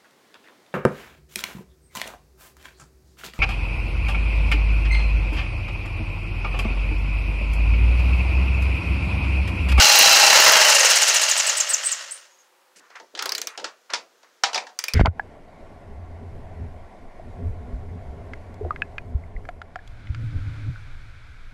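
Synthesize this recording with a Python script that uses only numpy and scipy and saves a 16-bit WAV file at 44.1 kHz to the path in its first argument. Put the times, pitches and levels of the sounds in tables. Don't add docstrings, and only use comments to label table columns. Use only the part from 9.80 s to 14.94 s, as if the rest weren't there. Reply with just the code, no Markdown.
import sys
import numpy as np
from scipy import signal
from scipy.fft import rfft, irfft
from scipy.io import wavfile

SR = 44100
rng = np.random.default_rng(int(sys.argv[2]) if len(sys.argv) > 2 else 0)


def boost_factor(decibels):
    exponent = np.asarray(decibels, float) / 20
    return 10 ** exponent


def transcribe(u):
    v = np.clip(np.atleast_2d(u).T, -1, 1)
    q = np.round(v * 32767).astype(np.int16)
    wavfile.write(sys.argv[1], SR, q)


N = 226850
TIME = np.arange(N) / SR

# t/s, rate/(strokes/s)
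POWERED = [(0, 30.11), (.3, 28.75), (.4, 29.104), (.561, 29.104)]
# t/s, level/dB
VIGOUR = [(0, 0.5), (.6, -0.15), (1.16, -4), (1.63, -10.5), (1.95, -16), (2.15, -19.5), (2.45, -38),
          (2.55, -50.5), (2.68, -54)]
# f/Hz, density/dB
CUTTING_COLOUR = [(150, -49.5), (250, -31.5), (636, -2.5), (731, -11), (825, -3.5), (1190, -7.5),
                  (2540, -3.5), (2770, 0), (3590, -8.5), (4050, -2.5), (6570, -5), (9290, -16.5),
                  (14600, -23.5), (15600, -33)]
# f/Hz, density/dB
COASTING_COLOUR = [(53, -88), (90, -69), (454, -27.5), (551, -4.5), (812, -20), (925, -16.5), (1050, -10),
                   (1880, -3), (2440, -9), (2900, -4.5), (3680, -8.5), (7990, -6.5), (10600, -20.5),
                   (15600, -34)]
# f/Hz, width/Hz, lift/dB
SAW_MODES = [(645, 45, 3), (1350, 70, 3), (1890, 70, 3.5), (862, 14, 6), (1528, 830, 2), (2800, 90, 3.5),
             (5300, 340, 2.5), (6300, 1200, 2)]
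# level/dB, share of vigour, break-through lift/dB
BODY = [(-19.5, 0.96, 3.5), (-13, 1.05, 0.17), (-26, 1.06, 0)]
# powered level/dB, coasting level/dB
TONES = [(-26, -29), (-23, -46), (-21, -24.5)]
# t/s, extra level/dB
BITES = [
    (0.171, 9),
    (0.309, 8),
    (.68, 5),
    (1.15, 4),
]
# start/stroke, earlier/(stroke per stroke/s), length/s,
# extra length/stroke, from f/Hz, to f/Hz
UP = (.04, 0.0026, .005, 0.15, 7700, 8400)
DOWN = (.40, 0.011, .008, .065, 7000, 5800)
# t/s, length/s, from f/Hz, to f/Hz, level/dB
STALL = [
    (0, .022, 1510, 1500, -15),
    (2.037, 0.02, 7600, 9060, -24.5),
    (2.055, 0.024, 7920, 8470, -16.5),
    (2.113, .024, 8350, 6040, -18.5),
    (2.309, 0.019, 7450, 8900, -25.5),
    (2.314, 0.059, 8800, 9000, -39),
    (2.502, 0.068, 6630, 6600, -59),
    (2.583, 0.047, 6550, 6530, -55),
]
# t/s, peak level/dB, ringing f/Hz, thud re peak/dB
PAWL = [(3.4231, -10, 1330, -10), (3.457, -8, 1350, -5.5), (3.492, -12.5, 4100, -12),
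        (3.5201, -10.5, 4740, -13), (3.5496, -10.5, 4150, -29), (3.58, -11.5, 6040, -17),
        (3.6152, -10, 5800, -23), (3.6708, -10.5, 5600, -16.5), (4.9887, -9, 4920, -20),
        (5.0387, -9, 4950, -19.5), (5.0822, -10.5, 2430, -15), (5.1354, -7.5, 4760, -22)]
# t/s, peak level/dB, ringing f/Hz, thud re peak/dB
KNOCKS = [(3.1014, -40, 1489, -3.5), (3.1566, -31.5, 1970, -15), (3.1985, -33, 2080, -3),
          (3.3502, -23.5, 3370, -20), (3.3739, -22.5, 1870, -17), (3.3904, -12, 1260, -29),
          (3.7754, -18, 1600, -28), (3.7964, -27, 1340, -11), (3.8425, -13, 1800, -17),
          (4.1014, -25.5, 1174, -5.5), (4.1348, -7, 1630, -28), (4.1428, -14.5, 4700, -11),
          (4.4303, -40.5, 1220, -4), (4.6355, -0.5, 1410, -23.5), (4.7308, -15, 1700, -13),
          (4.7441, -10, 4700, -16.5), (4.7514, -15, 4900, -27), (4.7576, -14, 3650, -7.5),
          (4.777, -13, 2370, -20), (4.8673, -29, 1860, -22), (4.8908, -38.5, 1770, -6)]
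# f/Hz, level/dB, t60/s
STEEL = [(2450, -33, .06), (4150, -31, .06), (5100, -32, .06), (7450, -36, .06), (10700, -40, .06),
         (14500, -41, .05)]
# f/Hz, level/dB, t60/s
PANEL = [(740, -26, .14), (800, -27, .15), (900, -26, .14), (960, -28, .12), (1330, -31, .09),
         (1750, -32, .1), (3150, -31, .09)]
# start t/s, end t/s, fade/s, level/dB, centre f/Hz
SCUFFS = [(2.957, 3.003, 0.0034, -52, 6000), (2.954, 2.999, 0.0034, -55.5, 2160),
          (2.959, 3.038, 0.042, -62, 323), (3.0, 3.112, 0.033, -57, 1350),
          (3.098, 3.17, 0.024, -52.5, 1470), (3.151, 3.214, 0.044, -43.5, 1560),
          (3.195, 3.282, .06, -51.5, 507), (3.336, 3.713, 0.079, -48.5, 455),
          (3.402, 3.552, 0.065, -38, 1100), (3.692, 3.784, 0.031, -47.5, 1500),
          (3.779, 3.903, 0.085, -40, 495), (3.836, 3.967, 0.11, -44, 1110), (4.095, 4.168, .01, -39, 1440),
          (4.122, 4.29, 0.13, -50.5, 500), (4.428, 4.538, 0.084, -59, 1400),
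          (4.632, 4.733, 0.035, -36, 865), (4.767, 4.89, 0.1, -39, 730), (4.878, 4.965, 0.051, -58, 900)]
# f/Hz, t60/s
ROOM = [(250, 0.44), (1000, 0.24), (4000, 0.15), (9000, 0.16), (16000, 0.093)]
# f/Hz, density/dB
BENCH_FLOOR = [(24, -76), (40, -46.5), (287, -15.5), (318, -14.5), (351, -4), (474, -15), (510, 2.5),
               (623, -12), (884, -2.5), (1690, -10), (15600, -25)]
# f/Hz, density/dB
WALL_FLOOR = [(60, -36), (200, -16), (450, -3), (700, -8), (1500, -7), (2500, -13), (4500, -14),
              (6500, -14), (8500, -23), (15600, -27)]

WOOD_DRAG_PER_S, WOOD_DRAG_S = 2.972, .0956
COAST_S, FRICTION_PER_S = 7.709, 92.355
FIRST_STROKE, FAN_PER_STROKE = -.58, 27.83
BREAK_S, BREAK_WIDTH_S = 0.68, 0.3
SLACK_S, SLACK_WIDTH_S, SLACK_DB = .62, .055, -16
TONES_FADE_S, TONES_FADE_DB_PER_S = 1.035, -120
RASP_DB, RASP_PER_VIGOUR, RASP_SPREAD_DB, BITE_S = -16.5, 1.4, 3.5, 0.047
SQUEAKING = range(24, 39)
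DOWN_RISE_HZ_PER_S = 6000
UP_DB, UP_WAKES_PER_S, UP_WAKE_DB = -18.5, 7.5, -.8
DOWN_DB, SQUEAK_SPREAD_DB = -13, .8
SCRAPE_DB, SCRAPE_PER_VIGOUR, UP_SCRAPE_DB = -19, 0.89, 1.5
STALL_SCRAPE_DB = -20
JOLT_S, JOLT_DB, JOLT_RISE_S = 4.6355, -13, .02
WALL_CUT_HZ = 12500
SCENE_CHANGE_S = 2.955
BENCH_FLOOR_DB, WALL_FLOOR_DB = -60.5, -61.5
NOISE_EDGE_HZ, TOP_HZ = 15800, 15780
OVERLOAD = 0.64


def saw_speed():
    release_s, top = POWERED[-1]
    since_s = np.maximum(TIME - release_s, 0)
    coast = (top - WOOD_DRAG_PER_S + FRICTION_PER_S) * np.exp(-since_s / COAST_S) - FRICTION_PER_S
    coast = coast + WOOD_DRAG_PER_S * np.exp(-since_s / WOOD_DRAG_S)
    return np.where(TIME < release_s, in_time(POWERED)[0], np.maximum(coast, 0))


def stroke_phase():
    done = FIRST_STROKE + np.cumsum(saw_speed()) / SR
    chance = rng.standard_normal(50)[done.astype(int) + 1]
    db = RASP_DB + RASP_PER_VIGOUR * in_time(VIGOUR)[0] + RASP_SPREAD_DB * chance
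    bites_db = sum(extra_db * bump(s, BITE_S) for s, extra_db in BITES)
    return done, boost_factor(db + bites_db)


def saw_body(phase):
    white, hz = rfft(rng.standard_normal(N)), np.arange(N // 2 + 1) * SR / N
    cutting = coloured(white, CUTTING_COLOUR, SAW_MODES)
    coasting = coloured(white, COASTING_COLOUR, SAW_MODES)
    free = np.clip((TIME - .7) / 2.0, 0, 1)
    swell = np.cos(2 * np.pi * (phase - .25))
    depth_db = np.interp(TIME, [0, .8, 1.4, 2.1, 2.4], [0.44, 0.32, 1.2, 0.81, 0.2])
    grain = boost_factor(1.64 * drift(150))
    bands_hz = [(40, 2200), (2200, 7500), (7500, 16000)]
    out = 0
    for (low, high), (db, share, break_db) in zip(bands_hz, BODY):
        db = db + share * in_time(VIGOUR)[0] + break_db * bump(BREAK_S, BREAK_WIDTH_S)
        inside = (hz > low) * (hz <= high)
        cut_noise = rms_one(irfft(cutting * inside, N))
        free_noise = rms_one(irfft(coasting * inside, N))
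        blend = (1 - free) * cut_noise + free * free_noise
        middle_hz = np.sqrt(max(low, 500) * high)
        lower = lowpass(blend, 4, middle_hz)
        flutter = lower * boost_factor(0.5 * drift(25)) + (blend - lower) * boost_factor(0.66 * drift(25))
        out = out + flutter * boost_factor(db + depth_db * swell * (high / 2200) ** 0.14)
    return out * grain * (TIME < VIGOUR[-1][0])


def whine(phase):
    wobble = 1 + .0015 * drift(30)
    turn = 2 * np.pi * np.cumsum(FAN_PER_STROKE * saw_speed() * wobble) / SR
    load_db = 2.5 - 20 * np.clip(phase - .6, 0, 1) / .4 - 8 * np.exp(-phase / .05)
    free = np.clip((TIME - POWERED[-1][0]) / 0.12, 0, 1)
    slack_db = SLACK_DB * bump(SLACK_S, SLACK_WIDTH_S)
    drive_db = slack_db + TONES_FADE_DB_PER_S * np.maximum(TIME - TONES_FADE_S, 0)
    out = 0
    for multiple, (on_db, off_db) in zip([1, 10 / 3, 5], TONES):
        db = on_db + (off_db - on_db) * free + drive_db + load_db + 3.1 * drift(35)
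        out = out + boost_factor(db) * np.sin(multiple * turn)
    return out


def rasp(phase, gain):
    shape = np.minimum(phase / 0.022, 1) * np.exp(-phase / 0.19)
    grit = rng.standard_normal(N) * boost_factor(2.5 * drift(400))
    edge = boost_factor(2) * rms_one(band(grit, 13500, 15100, order=3))
    lower_db = np.interp(TIME, [.5, 2.3], [-4, -12])
    bright = edge + boost_factor(lower_db) * rms_one(band(grit, 9400, 9800))
    return boost_factor(-11.0) * gain * shape * bright


def slips(done):
    rows, rate, vigour_db = [], saw_speed(), in_time(VIGOUR)[0]
    chances_db = SQUEAK_SPREAD_DB * rng.standard_normal((len(SQUEAKING), 2))
    for stroke, chance_db in zip(SQUEAKING, chances_db):
        i = np.searchsorted(done, stroke)
        per_s = rate[i]
        levels = UP_DB + UP_WAKE_DB * max(per_s - UP_WAKES_PER_S, 0), DOWN_DB
        for (at, earlier, length_s, longer, from_hz, to_hz), db, c in zip((UP, DOWN), levels, chance_db):
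            start_s = np.searchsorted(done, stroke + at - earlier * per_s) / SR
            lift_hz = DOWN_RISE_HZ_PER_S / per_s * (to_hz < from_hz)
            scrape_db = SCRAPE_DB + SCRAPE_PER_VIGOUR * vigour_db[i] + UP_SCRAPE_DB * (to_hz > from_hz)
            rows.append((start_s, length_s + longer / per_s, from_hz + lift_hz, to_hz, db + c, scrape_db))
    return rows + [(*row, row[-1] + STALL_SCRAPE_DB) for row in STALL]


def squeaks(rows):
    out = np.zeros(N)
    for s, length_s, from_hz, to_hz, db, scrape_db in rows:
        i, n = round(s * SR), round(length_s * SR)
        hump = np.sin(np.pi * np.arange(n) / n) ** .5
        glide_hz = np.linspace(from_hz, to_hz, n) * (1 + .021 * drift(300, size=3000)[:n])
        turn = 2 * np.pi * np.cumsum(glide_hz) / SR
        flutter = boost_factor(2.6 * drift(250, size=3000)[:n])
        halo = boost_factor(-9) * drift(630, size=3000)[:n]
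        partials = np.sin(turn) + boost_factor(-25.0) * np.sin(2 * turn)
        tone = boost_factor(db - 2.5) * rms_one((flutter + halo) * partials)
        noise = rng.standard_normal(3000)[:n]
        scrape = boost_factor(scrape_db) * rms_one(band(noise, .75 * to_hz, 1.22 * to_hz, order=3))
        out[i:i + n] += hump * (tone + scrape)
    return out


def wrench():
    clicks = contacts(PAWL, STEEL, rise_s=0.00085, contact_s=0.0023, rattle_db=-13, rattle_s=.018,
                      sparkle_db=-17, sparkle_hz=16400)
    knocks = contacts(KNOCKS, PANEL, rise_s=0.00076, contact_s=0.0034, rattle_db=-7.5, rattle_s=0.023,
                      sparkle_db=-22.5, sparkle_hz=10400)
    return clicks + knocks


def contacts(events, modes, rise_s, contact_s, rattle_db, rattle_s, sparkle_db, sparkle_hz):
    out, size = np.zeros(N + SR), SR // 3
    t = np.arange(size) / SR
    for s, db, hz, thud_db in events:
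        white, chance_db = rng.standard_normal(size), rng.normal(0, 3, len(modes))
        burst = white * np.minimum(t / rise_s, 1) * np.exp(-t / contact_s)
        rattle = boost_factor(rattle_db) * white * np.minimum(t / 0.003, 1) * np.exp(-t / rattle_s)
        unit = burst / np.sqrt(np.sum(burst ** 2))
        spot = band(burst + .28 * rattle, hz / 1.12, hz * 1.12)
        crack = 0.64 * band(burst + rattle, 1380, 5950, order=4) + 2.24 * spot
        rings = sum(boost_factor(g + c) * ring(unit, f, t60_s) for (f, g, t60_s), c in zip(modes, chance_db))
        thud = boost_factor(thud_db) * 1.2 * band(burst + 2.53 * rattle, 381, 1280, order=3)
        sparkle = boost_factor(sparkle_db) * 1.83 * band(burst + 0.081 * rattle, 6640, sparkle_hz, order=3)
        i = round(s * SR)
        out[i:i + size] += boost_factor(db) * (crack + rings + thud + sparkle)
    return highpass(out[:N], 3, 260)


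def jolt():
    t = np.maximum(TIME - JOLT_S, 0) / JOLT_RISE_S
    return boost_factor(JOLT_DB) * t * np.exp(-t)


def scuffs():
    out, grit = 0, rng.standard_normal(N) * boost_factor(1.9 * drift(110))
    for start_s, end_s, fade_s, db, hz in SCUFFS:
        on = np.clip(np.minimum((TIME - start_s) / .004, (end_s - TIME) / fade_s), 0, 1)
        out = out + boost_factor(db) * on * rms_one(band(grit, hz / 1.48, hz * 1.38))
    return out


def room(x):
    t = np.arange(SR // 2) / SR
    white = rng.standard_normal(len(t))
    tail = 0
    for hz in 250 * 2. ** np.arange(7):
        octave = band(white, hz / np.sqrt(2), hz * np.sqrt(2))
        tail = tail + octave * boost_factor(-60 * t / at_hz(ROOM, hz))
    tail = tail * np.minimum(t / 0.0086, 1)
    return signal.fftconvolve(x, tail / np.sqrt(np.sum(tail ** 2)))[:N]


def floor():
    white = rfft(rng.standard_normal(N))
    bench = boost_factor(BENCH_FLOOR_DB) * rms_one(irfft(coloured(white, BENCH_FLOOR), N))
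    wall = boost_factor(WALL_FLOOR_DB) * rms_one(irfft(coloured(white, WALL_FLOOR), N))
    return np.where(TIME < SCENE_CHANGE_S, bench, wall)


def rms_one(x):
    return x / np.sqrt(np.mean(x ** 2) + 1e-20)


def in_time(rows):
    s, *columns = np.transpose(rows)
    return [np.interp(TIME, s, c) for c in columns]


def at_hz(points, hz):
    table_hz, values = np.transpose(points)
    return np.interp(np.log(hz), np.log(table_hz), values)


def bump(centre_s, width_s):
    return np.exp(-((TIME - centre_s) / width_s) ** 2)


def band(x, low_hz, high_hz, order=2):
    edges_hz = [low_hz, min(high_hz, .45 * SR)]
    return signal.sosfilt(signal.butter(order, edges_hz, "band", fs=SR, output="sos"), x)


def lowpass(x, order, hz):
    return signal.sosfilt(signal.butter(order, hz, fs=SR, output="sos"), x)


def highpass(x, order, hz):
    return signal.sosfilt(signal.butter(order, hz, "high", fs=SR, output="sos"), x)


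def drift(rate_hz, size=N):
    r = np.exp(-2 * np.pi * rate_hz / SR)
    slow = signal.lfilter([1], [1, -2 * r, r * r], rng.standard_normal(size + 4000))
    return rms_one(slow[-size:])


def ring(x, hz, t60_s):
    r, w = boost_factor(-60 / (t60_s * SR)), 2 * np.pi * hz / SR
    return signal.lfilter([0, np.sin(w)], [1, -2 * r * np.cos(w), r * r], x + 1e-18)


def coloured(white, spectrum, modes=()):
    hz = np.arange(len(white)) * SR / N + 1
    lift = 1 + sum((boost_factor(db) - 1) / (1 + (2 * (hz - f) / width) ** 2) for f, width, db in modes)
    return white * boost_factor(at_hz(spectrum, hz)) * lift * (hz < NOISE_EDGE_HZ)


def scene():
    done, gain = stroke_phase()
    phase = done % 1
    squeal = squeaks(slips(done)) + rasp(phase, gain)
    metal = wrench()
    wet = room(boost_factor(-9.5) * squeal + boost_factor(-11.0) * lowpass(metal, 2, WALL_CUT_HZ))
    saw = saw_body(phase) + whine(phase) + squeal
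    return (saw + metal + wet + scuffs() + jolt() + floor())[None]


def top_cut(x):
    return signal.sosfilt(signal.butter(12, 16450, fs=SR, output="sos"), x)


def record(dry):
    clipped = np.clip(highpass(dry, 2, 120), -OVERLOAD, OVERLOAD)
    mix = signal.sosfilt(signal.ellip(8, .5, 42, TOP_HZ, fs=SR, output="sos"), clipped)
    return top_cut(mix)


dry = scene()
out = record(dry)
transcribe(out)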